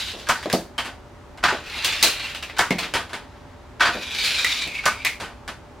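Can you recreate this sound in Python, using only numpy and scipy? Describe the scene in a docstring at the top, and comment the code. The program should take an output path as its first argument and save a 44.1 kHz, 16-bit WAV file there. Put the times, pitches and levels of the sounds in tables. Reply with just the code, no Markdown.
"""Toy cars of die-cast metal roll one after another down a plastic track in a living room.
Random wheel ticks drum on the track, ring the axles and rattle the wheels, louder with speed.
Joints, obstacles and the launcher answer a car with bright clacks, soft contacts give dull knocks; the
hollow launcher sounds as a car is set in and as its lever is pressed and falls back. Each blow is a
chattering force through a modal body and a diffuse room. Air noise and a faint, wavering hum lie beneath."""
import sys
import numpy as np
from scipy import signal
from scipy.fft import rfft, irfft, next_fast_len
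from scipy.io import wavfile

SR = 44100
rng = np.random.default_rng(int(sys.argv[2]) if len(sys.argv) > 2 else 0)


def master_out(mix):
    """Clip the mix to full scale and print it as 16-bit PCM to the path in sys.argv[1]."""
    frames = np.transpose(np.atleast_2d(mix))
    ceiling = np.clip(frames, -1, 1)
    pcm = np.round(ceiling * 32767).astype(np.int16)
    wavfile.write(sys.argv[1], SR, pcm)


N = 255780
BLOW = 2 ** 14   # samples in which a blow dies away

# Resonances of the hollow launcher, before each use scales their lift.
# Each row: frequency in Hz, width in Hz, lift in dB.
LAUNCHER_RESONANCES = [(704, 21, 11), (906, 8.4, 9), (973, 37, 5), (1200, 100, 3.5), (1260, 13, -8),
                       (1420, 50, -1.5), (1505, 69, 13), (1592, 120, 1.5), (1846, 49, 5.5),
                       (2236, 23, -1.5), (3160, 230, 1), (4730, 160, 9)]


def rolling_cars():
    """Superposition: the runs of the single cars add up."""
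    # Each row: release in seconds, foot of the ramp in seconds, leaving the track in seconds, rest in seconds,
    # relative levels of track drumming, axle ring and wheel rattle in dB, limit to which the axle ring
    # sinks beyond the track in dB, axle frequency in Hz, axle width in Hz.
    runs = [(-0.6, -0.2, 0.072, 0.56, -35.5, -31.5, -26, -12, 3020, 1100),
            (1.491, 1.847, 2.3, 4.1, -34.5, -30, -30.5, -19, 2610, 860),
            (3.922, 4.226, 4.62, 5.12, -34, -28, -24, 0, 2380, 400)]
    return sum(rolling(*run) for run in runs)


def rolling(released_s, foot_s, off_s, rest_s, track_db, axle_db, wheel_db, off_axle_db,
            axle_hz, axle_width_hz, gain_db=-2.0):
    """Common excitation: the same ticks drive track, axles and wheels, each louder with speed."""
    # Resonance colour of the track. Each row: frequency in Hz, relative density in dB per Hz.
    track_colour = [(60, -22.5), (250, -10), (700, -7.5), (1200, -2), (1800, 3.5), (2300, 0.5),
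                    (4000, -33.5), (15000, -62)]
    # Resonance colour of the wheels. Each row: frequency in Hz, relative density in dB per Hz.
    wheel_colour = [(500, -60), (1800, -12), (2800, -3.5), (4200, 0), (5200, -5), (7000, -13), (10000, -19),
                    (15000, -27.5)]
    # Resonances of the wheels. Each row: frequency in Hz, width in Hz, lift in dB.
    wheel_modes = [(3010, 290, 2.7), (3520, 470, 4), (3890, 420, 3.6), (4800, 260, 1.4), (6950, 320, 3.8)]
    # Rise in dB for ten times the speed, in the order track, axle, wheels.
    speed_rises = (21, 26.5, 29)
    run_off_db_per_s = 167   # how fast the noise sinks as the car leaves the track
    off_track_db, off_wheels_db = -9.5, -10.5   # limits to which drumming and rattle sink

    t, hz = np.arange(N) / SR, bins(BLOW)
    ticks = rms_one(wheel_ticks()) * (t <= rest_s)
    pace = np.log10(speed(t, released_s, foot_s))
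    sinking_db = -run_off_db_per_s * np.maximum(t - off_s, 0)

    track = response_db(hz, track_colour)
    axle = -20 * np.log10(1 + (2 * (hz - axle_hz) / axle_width_hz) ** 2)
    wheel = response_db(hz, wheel_colour, wheel_modes)
    layers = ((track, track_db, off_track_db), (axle, axle_db, off_axle_db), (wheel, wheel_db, off_wheels_db))

    out = np.zeros((2, N))
    for (body_db, level_db, off_db), rise_db in zip(layers, speed_rises):
        run_off_db = np.maximum(sinking_db, off_db)
        force = ticks * from_db(gain_db + level_db + rise_db * pace + run_off_db)
        out += along_track(force, body_db, released_s, rest_s)
    return out


def wheel_ticks(ticks_per_s=900, spread_db=1.0, hop_db=3.0, hops_per_s=60):
    """Random impulses: hard wheels on loose axles tick on the track, in flurries as the car hops."""
    spread = spread_db * np.clip(rng.standard_normal(N), -2, 2)
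    sizes = from_db(spread) * rng.choice([-1, 1], N)
    hops = np.interp(np.arange(N) / SR * hops_per_s, np.arange(2000), rng.standard_normal(2000))
    return sizes * from_db(hop_db * hops) * (rng.random(N) < ticks_per_s / SR)


def speed(t, released_s, foot_s, start_speed=0.3, ramp_power=3.5, friction_per_s=1.33):
    """Descent and friction: speed grows down the ramp, then decays exponentially (share of the top)."""
    descent = np.clip((t - released_s) / (foot_s - released_s), 0, 1) ** ramp_power
    on_ramp = start_speed + (1 - start_speed) * descent
    return on_ramp * np.exp(-friction_per_s * np.maximum(t - foot_s, 0))


def along_track(force, body_db, from_s, to_s, section_s=.11, depth_db=3.5, spacing_hz=170):
    """Moving point of excitation: every stretch of the way wakes a fresh mix of the upper modes."""
    out, hz = np.zeros((2, N + BLOW)), bins(BLOW)
    length = min(int(section_s * SR), BLOW // 2)
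    first, last = int(max(from_s, 0) * SR), min(int(to_s * SR), N)
    for start in range(first, last, length):
        ticks = force[start:start + length]
        ring = causal(body_db + fine_modes(hz, depth_db, spacing_hz))
        heard = room(np.pad(ticks, (0, BLOW - len(ticks))))
        # unit power gain: the body sets the colour, not the level
        out[:, start:start + BLOW] += irfft(rfft(heard) * ring) / np.sqrt(np.mean(np.abs(ring) ** 2))
    return out[:, :N]


def car_clacks(ring_width_hz=620, gain_db=-1.9):
    """Hard impact: metal on plastic gives a bright crack and a short ring of the car's body."""
    # A car strikes joints, obstacles or the launcher it is set into. Each row: start in seconds,
    # relative level in dB, chatter length in seconds, treble shelf in dB, ring frequency in Hz,
    # ring lift in dB (none if negative).
    clacks = [(0.428, -34, 0.026, -11, 2000, 6), (0.499, -27.5, 0.025, -9, 1790, 8.5),
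              (0.528, -23, 0.013, 4, 4530, 5.5), (0.781, -26, 0.0067, -16, 3110, 26),
              (1.846, -19, 0.015, 1, 3420, 7.5), (2.027, -12, 0.012, 4.5, 4050, 3),
              (2.036, -15.5, 0.005, 2, 4130, 7.5), (2.043, -19.5, 0.019, -13, 4100, 22),
              (2.348, -30.5, 0.025, -9.5, 2900, 6.5), (2.426, -29.5, 0.027, -9, 2660, 8),
              (2.498, -35.5, 0.0065, -21, 2040, 3), (2.707, -21, 0.0022, -10.5, 2150, 12),
              (2.785, -23.5, 0.03, -10, 2880, 2.5), (2.824, -26.5, 0.05, -17, 2200, -0.5),
              (4.245, -27.5, 0.054, 8, 4300, 8), (4.446, -18, 0.0036, 1, 2080, 20.5),
              (4.676, -32.5, 0.0051, 1.5, 2390, 23), (4.75, -31, 0.025, -6, 2470, 17.5),
              (5.049, -18, 0.022, -3.5, 2130, 14.5), (5.066, -24, 0.011, -9, 2420, 17)]
    # Colour of the struck parts. Each row: frequency in Hz, relative density in dB per Hz.
    clack_colour = [(60, -21), (170, 2.5), (650, 6), (1100, 0.5), (2000, 2.5), (4000, 3.5), (6000, -0.5),
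                    (10000, -7.5), (15000, -14.5)]
    bass_db = -12   # the cars are too light to wake much bass

    out, hz = np.zeros((2, N)), bins(BLOW)
    for s, db, chatter_s, treble_db, ring_hz, ring_db in clacks:
        body = response_db(hz, clack_colour, [(ring_hz, ring_width_hz, max(ring_db, 0))])
        add(out, s, db + gain_db, chatter_s, body + shelves_db(hz, bass_db, treble_db))
    return out


def bumps(gain_db=2.5):
    """Modal excitation: soft, heavy contacts give dull knocks at the launcher, on the floor and nearby."""
    # Dull bumps. Each row: start in seconds, relative level in dB, chatter length in seconds, bass shelf in dB.
    thuds = [(0.134, -42, 0.12, -6.5), (0.458, -28.5, 0.0025, -8), (0.535, -20, 0.02, -1.5),
             (1.525, -30, 0.016, -9), (2.044, -32, 0.019, -8), (2.707, -23, 0.018, 6.5),
             (2.795, -45.5, 0.37, 2), (3.876, -40, 0.04, 3), (3.948, -34, 0.036, -6),
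             (4.661, -42, 0.045, 0)]
    # Colour of the dull knocks. Each row: frequency in Hz, relative density in dB per Hz.
    bump_colour = [(50, -21), (110, -12.5), (190, -4.5), (400, -6), (700, -6), (950, -15), (1500, -23),
                   (4000, -30.5), (15000, -62)]
    # Low resonances. Each row: frequency in Hz, width in Hz, lift in dB.
    bump_modes = [(181.2, 9.5, 5.5), (330, 74, 4.4), (460, 70, 2.5), (617, 14, 2), (685, 67, 0.87)]

    out, hz = np.zeros((2, N)), bins(BLOW)
    body = response_db(hz, bump_colour, bump_modes)
    for s, db, chatter_s, bass_db in thuds:
        add(out, s, db + gain_db, chatter_s, body + shelves_db(hz, bass_db, 0, bass_hz=266))
    return out


def lever():
    """Repeated impact: the lever strikes the hollow launcher when pressed and when it falls back."""
    # The lever is pressed and lets a car go.
    # Each row: start in seconds, relative level in dB, base chatter in seconds, base bass shelf in dB.
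    presses = [(1.438, -15, 0.051, 1), (3.806, -14, 0.078, -1)]
    # A touch, the stop and a rebound. Each row: delay in seconds, level change in dB,
    # share of the chatter, bass change in dB, treble shelf in dB.
    press_contacts = [(-0.009, -14.5, 0.86, 3, -6), (0, 0.5, 0.58, -1.5, -3.5), (0.045, -4.5, 0.8, 1, -5.5)]
    # The lever falls back.
    # Each row: start in seconds, relative level in dB, base chatter in seconds, base bass shelf in dB.
    falls = [(0.288, -19, 0.024, 5), (2.585, -18, 0.026, 3.5), (4.856, -18.5, 0.018, 6)]
    # A touch, a bright snap and a dull knock. Each row: delay in seconds, level change in dB,
    # share of the chatter, bass change in dB, treble shelf in dB.
    fall_contacts = [(-0.018, -14.5, 1, -10, -4), (0, -3, 1, 1.5, 14), (0.005, 2.5, 0.92, -1, -18)]
    # Colour of the struck lever. Each row: frequency in Hz, relative density in dB per Hz.
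    lever_colour = [(50, -18), (130, -12.5), (480, -10), (720, -5), (1350, 3.5), (2100, -2.5), (3500, -6),
                    (6000, -13.5), (10000, -25), (15000, -35.5)]
    strokes = contacts(presses, press_contacts) + contacts(falls, fall_contacts)
    return launcher(strokes, lever_colour, mode_share=0.63, gain_db=-0.12, give_s=0.0019)


def loading():
    """Paired impact: a car set into the launcher and nudged ticks on the plastic, then settles."""
    # The car is set in and nudged.
    # Each row: start in seconds, relative level in dB, chatter length in seconds, base bass shelf in dB.
    nudges = [(0.78, -26, 0.032, -10), (0.848, -33.5, 0.049, -5.5), (1.375, -44.5, 0.014, -3),
              (2.938, -21, 0.054, -4.5), (3.094, -42, 0.062, -2), (3.132, -30.5, 0.034, -4.5),
              (5.2, -31.5, 0.09, -0.5), (5.478, -32.5, 0.018, -3.5)]
    # A tick, then the settling. Each row: delay in seconds, level change in dB,
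    # share of the chatter, bass change in dB, treble shelf in dB.
    nudge_contacts = [(0, -1, 1, -2.9, 3.5), (0.01, -3, 1, -0.082, -11)]
    # Colour of the touched plastic. Each row: frequency in Hz, relative density in dB per Hz.
    loading_colour = [(50, -2), (150, 0.5), (450, 2.5), (800, 2.5), (1700, 0), (3300, -3.5), (6000, -14.5),
                      (10000, -21.5), (15000, -35.5)]
    touches = contacts(nudges, nudge_contacts)
    return launcher(touches, loading_colour, mode_share=0.58, gain_db=0.43, give_s=0.00045)


def contacts(moves, pattern):
    """Fixed contact sequence: every move repeats the same pattern at its own time and strength."""
    return [(s + delay_s, db + step_db, chatter_s * share, bass_db + weight_db, treble_db)
            for s, db, chatter_s, bass_db in moves
            for delay_s, step_db, share, weight_db, treble_db in pattern]


def launcher(blows, colour, mode_share, gain_db, give_s):
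    """Cavity and shell resonance: blows wake the modes of the hollow plastic starting gate."""
    out, hz = np.zeros((2, N)), bins(BLOW)
    modes = [(f, width, mode_share * lift) for f, width, lift in LAUNCHER_RESONANCES]
    body = response_db(hz, colour, modes)
    for s, db, chatter_s, bass_db, treble_db in blows:
        add(out, s, db + gain_db, chatter_s, body + shelves_db(hz, bass_db, treble_db), give_s)
    return out


def room_tone(hum_db=-2.5, waver_hz=1.69, air_db=-44):
    """Stationary noise and modulated tones: soft air and an appliance's wavering hum; mid and side."""
    # Colour of the air noise. Each row: frequency in Hz, relative density in dB per Hz.
    air = [(12, -35.5), (20, -13.5), (65, 1.5), (154, -8), (204, -12.5), (255, -5), (285, -11.5),
           (434, -9.5), (472, -15), (590, -14.5), (642, -15.5), (849, -11.5), (1190, -17), (2600, -28),
           (6720, -37.5), (16000, -53.5)]
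    # Partials of the hum. Each row: mean frequency in Hz, relative level in dB.
    hum = [(53.8, -55), (253.0, -63), (586.8, -54), (861.3, -76)]
    t = np.arange(N) / SR
    out = from_db(air_db) * rms_one(coloured(rng.standard_normal((2, N)), air))
    knots = np.linspace(0, t[-1], 30)
    for hz, db in hum:
        pitch = hz + waver_hz * np.interp(t, knots, rng.standard_normal(len(knots)))
        phase = 2 * np.pi * np.cumsum(pitch) / SR
        out[0] += np.sqrt(2) * from_db(db + hum_db) * np.sin(phase)
    return out


def add(out, s, level_db, chatter_s, body_db, give_s=0, attack_s=0.034, snap_db=4.0, snap_hz=7000):
    """Source and filter: chatter passes through room and body; the level is that of the attack."""
    heard = room(chatter(max(chatter_s, .001), give_s))
    # the very first touch is hard: its highest treble arrives as one sharp snap
    highpass = signal.butter(2, snap_hz, "high", fs=SR)
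    heard += from_db(snap_db) * signal.lfilter(*highpass, signal.unit_impulse(BLOW))
    blow = irfft(rfft(heard) * causal(body_db + fine_modes(bins(BLOW))))
    blow *= np.minimum(1, np.linspace(10, 0, BLOW))   # the end of the tail fades out
    attack = blow[0, :int(attack_s * SR)]
    gain = from_db(level_db) / np.sqrt(np.mean(attack ** 2))
    start = int(s * SR)
    out[:, start:start + BLOW] += gain * blow[:, :N - start]


def chatter(length_s, give_s, contacts_per_s=2000, spread_db=3.5, rebound_db=8.0, full_s=0.0086):
    """Contact mechanics: a first contact, then dying rebounds; yielding plastic loads gradually."""
    t = np.arange(BLOW) / SR
    sizes = from_db(spread_db * rng.standard_normal(BLOW)) * rng.choice([-1, 1], BLOW)
    decay = from_db(-20 * t / length_s)   # 20 dB down after the chatter length
    rebounds = sizes * (rng.random(BLOW) < contacts_per_s / SR) * decay
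    # longer chatter carries more energy
    force = from_db(rebound_db) * np.sqrt(length_s / full_s / BLOW) * rms_one(rebounds)
    force[0] += 1
    return force * (1 - np.exp(-(t + 0.002) / max(give_s, 1e-5)))


def room(force, direct_db=0.0, early_db=-2.5, early_s=.024, split_hz=500, count=14):
    """Room acoustics: direct sound, early reflections and a diffuse decaying tail; mid and side."""
    bass_t60_s, treble_t60_s = 0.28, 0.29
    size, reach = len(force), int(early_s * SR)
    taps = np.zeros(reach)
    taps[rng.integers(1, reach, count)] = rng.choice([-1, 1], count) / np.sqrt(count)
    reflections = signal.oaconvolve(force, taps)[:size]
    near = from_db(direct_db) * force + from_db(early_db) * reflections

    # the room stores the energy it is fed and lets it go as noise
    out = np.zeros((2, size))
    for band, t60 in (("low", bass_t60_s), ("high", treble_t60_s)):
        keep = np.exp(-2 * np.log(1000) / (t60 * SR))   # share of energy kept per sample
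        stored = signal.lfilter([1 - keep], [1, -keep], force ** 2)
        band_filter = signal.butter(1, split_hz, band, fs=SR)
        out += np.sqrt(stored) * signal.lfilter(*band_filter, rng.standard_normal((2, size)))
    out[0] += near
    return out


def fine_modes(hz, depth_db=0.5, spacing_hz=110, from_hz=600):
    """Modal density: each spot of contact wakes its own mix of the dense upper modes; in dB."""
    strengths = np.clip(rng.standard_normal(1000), -2, 2)
    mix = np.interp(hz / spacing_hz, np.arange(len(strengths)), strengths)
    return depth_db * hz / (hz + from_hz) * mix


def shelves_db(hz, bass_db, treble_db, bass_hz=750, treble_hz=4600):
    """Impact spectrum: heavy blows have more bass, hard ones more treble."""
    return bass_db / (1 + (hz / bass_hz) ** 4) + treble_db / (1 + (treble_hz / hz) ** 4)


def response_db(hz, colour, modes=()):
    """Modal response: a broad colour with resonances standing on it."""
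    at, db = np.transpose(colour)
    broad = np.interp(np.log(hz), np.log(at), db)
    return broad + sum(lift / (1 + (2 * (hz - f) / width) ** 2) for f, width, lift in modes)


def causal(db):
    """Minimum phase: the folded cepstrum makes a dB response ring only after the blow."""
    cepstrum = irfft(np.log(from_db(db)))
    half = len(cepstrum) // 2
    cepstrum[1:half] *= 2
    cepstrum[half + 1:] = 0
    return np.exp(rfft(cepstrum))


def coloured(x, colour):
    """Linear filtering: give a long signal a colour by multiplying spectra."""
    size = 2 * next_fast_len(N // 2 + BLOW)
    return irfft(rfft(x, size) * causal(response_db(bins(size), colour)))[..., :N]


def bins(size):
    """Discrete spectrum: its frequencies in Hz, at least 1."""
    return np.maximum(np.arange(size // 2 + 1) * SR / size, 1)


def rms_one(x):
    """Power normalisation: scale to unit mean square."""
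    return x / np.sqrt(np.mean(x ** 2) + 1e-20)


def from_db(db):
    """Logarithmic level: decibels to amplitude gain."""
    return 10 ** (np.asarray(db) / 20)


def stereo(mid, side):
    """Sum and difference: left and right from mid and side."""
    return np.array([mid + side, mid - side])


def scene():
    """Superposition of cars, launcher and room at two close microphones, which differ by frequency."""
    # Stereo width of the cars and blows. Each row: frequency in Hz, side minus mid in dB.
    width = [(60, -24.5), (250, -17), (600, -19.5), (1400, -22), (2800, -10.5), (5500, -3), (9000, 2),
             (14000, 6.5)]
    # Stereo width of the room tone, from all sides. Each row: frequency in Hz, side minus mid in dB.
    air_width = [(60, -30), (130, -11), (250, -6), (500, -5.5), (1000, -11), (2000, -5), (4000, -4),
                 (14000, -5.5)]
    mid, side = rolling_cars() + car_clacks() + bumps() + lever() + loading()
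    air_mid, air_side = room_tone()
    return stereo(mid + air_mid, coloured(side, width) + coloured(air_side, air_width))


def record(dry):
    """Saturation and band limiting: the highest peaks are rounded, the top is cut."""
    cutoff_hz = 15900
    rounded = 1.1 * np.tanh(dry / 1.1)
    return signal.sosfilt(signal.ellip(10, .2, 80, cutoff_hz, fs=SR, output="sos"), rounded)


dry = scene()
out = record(dry)
master_out(out)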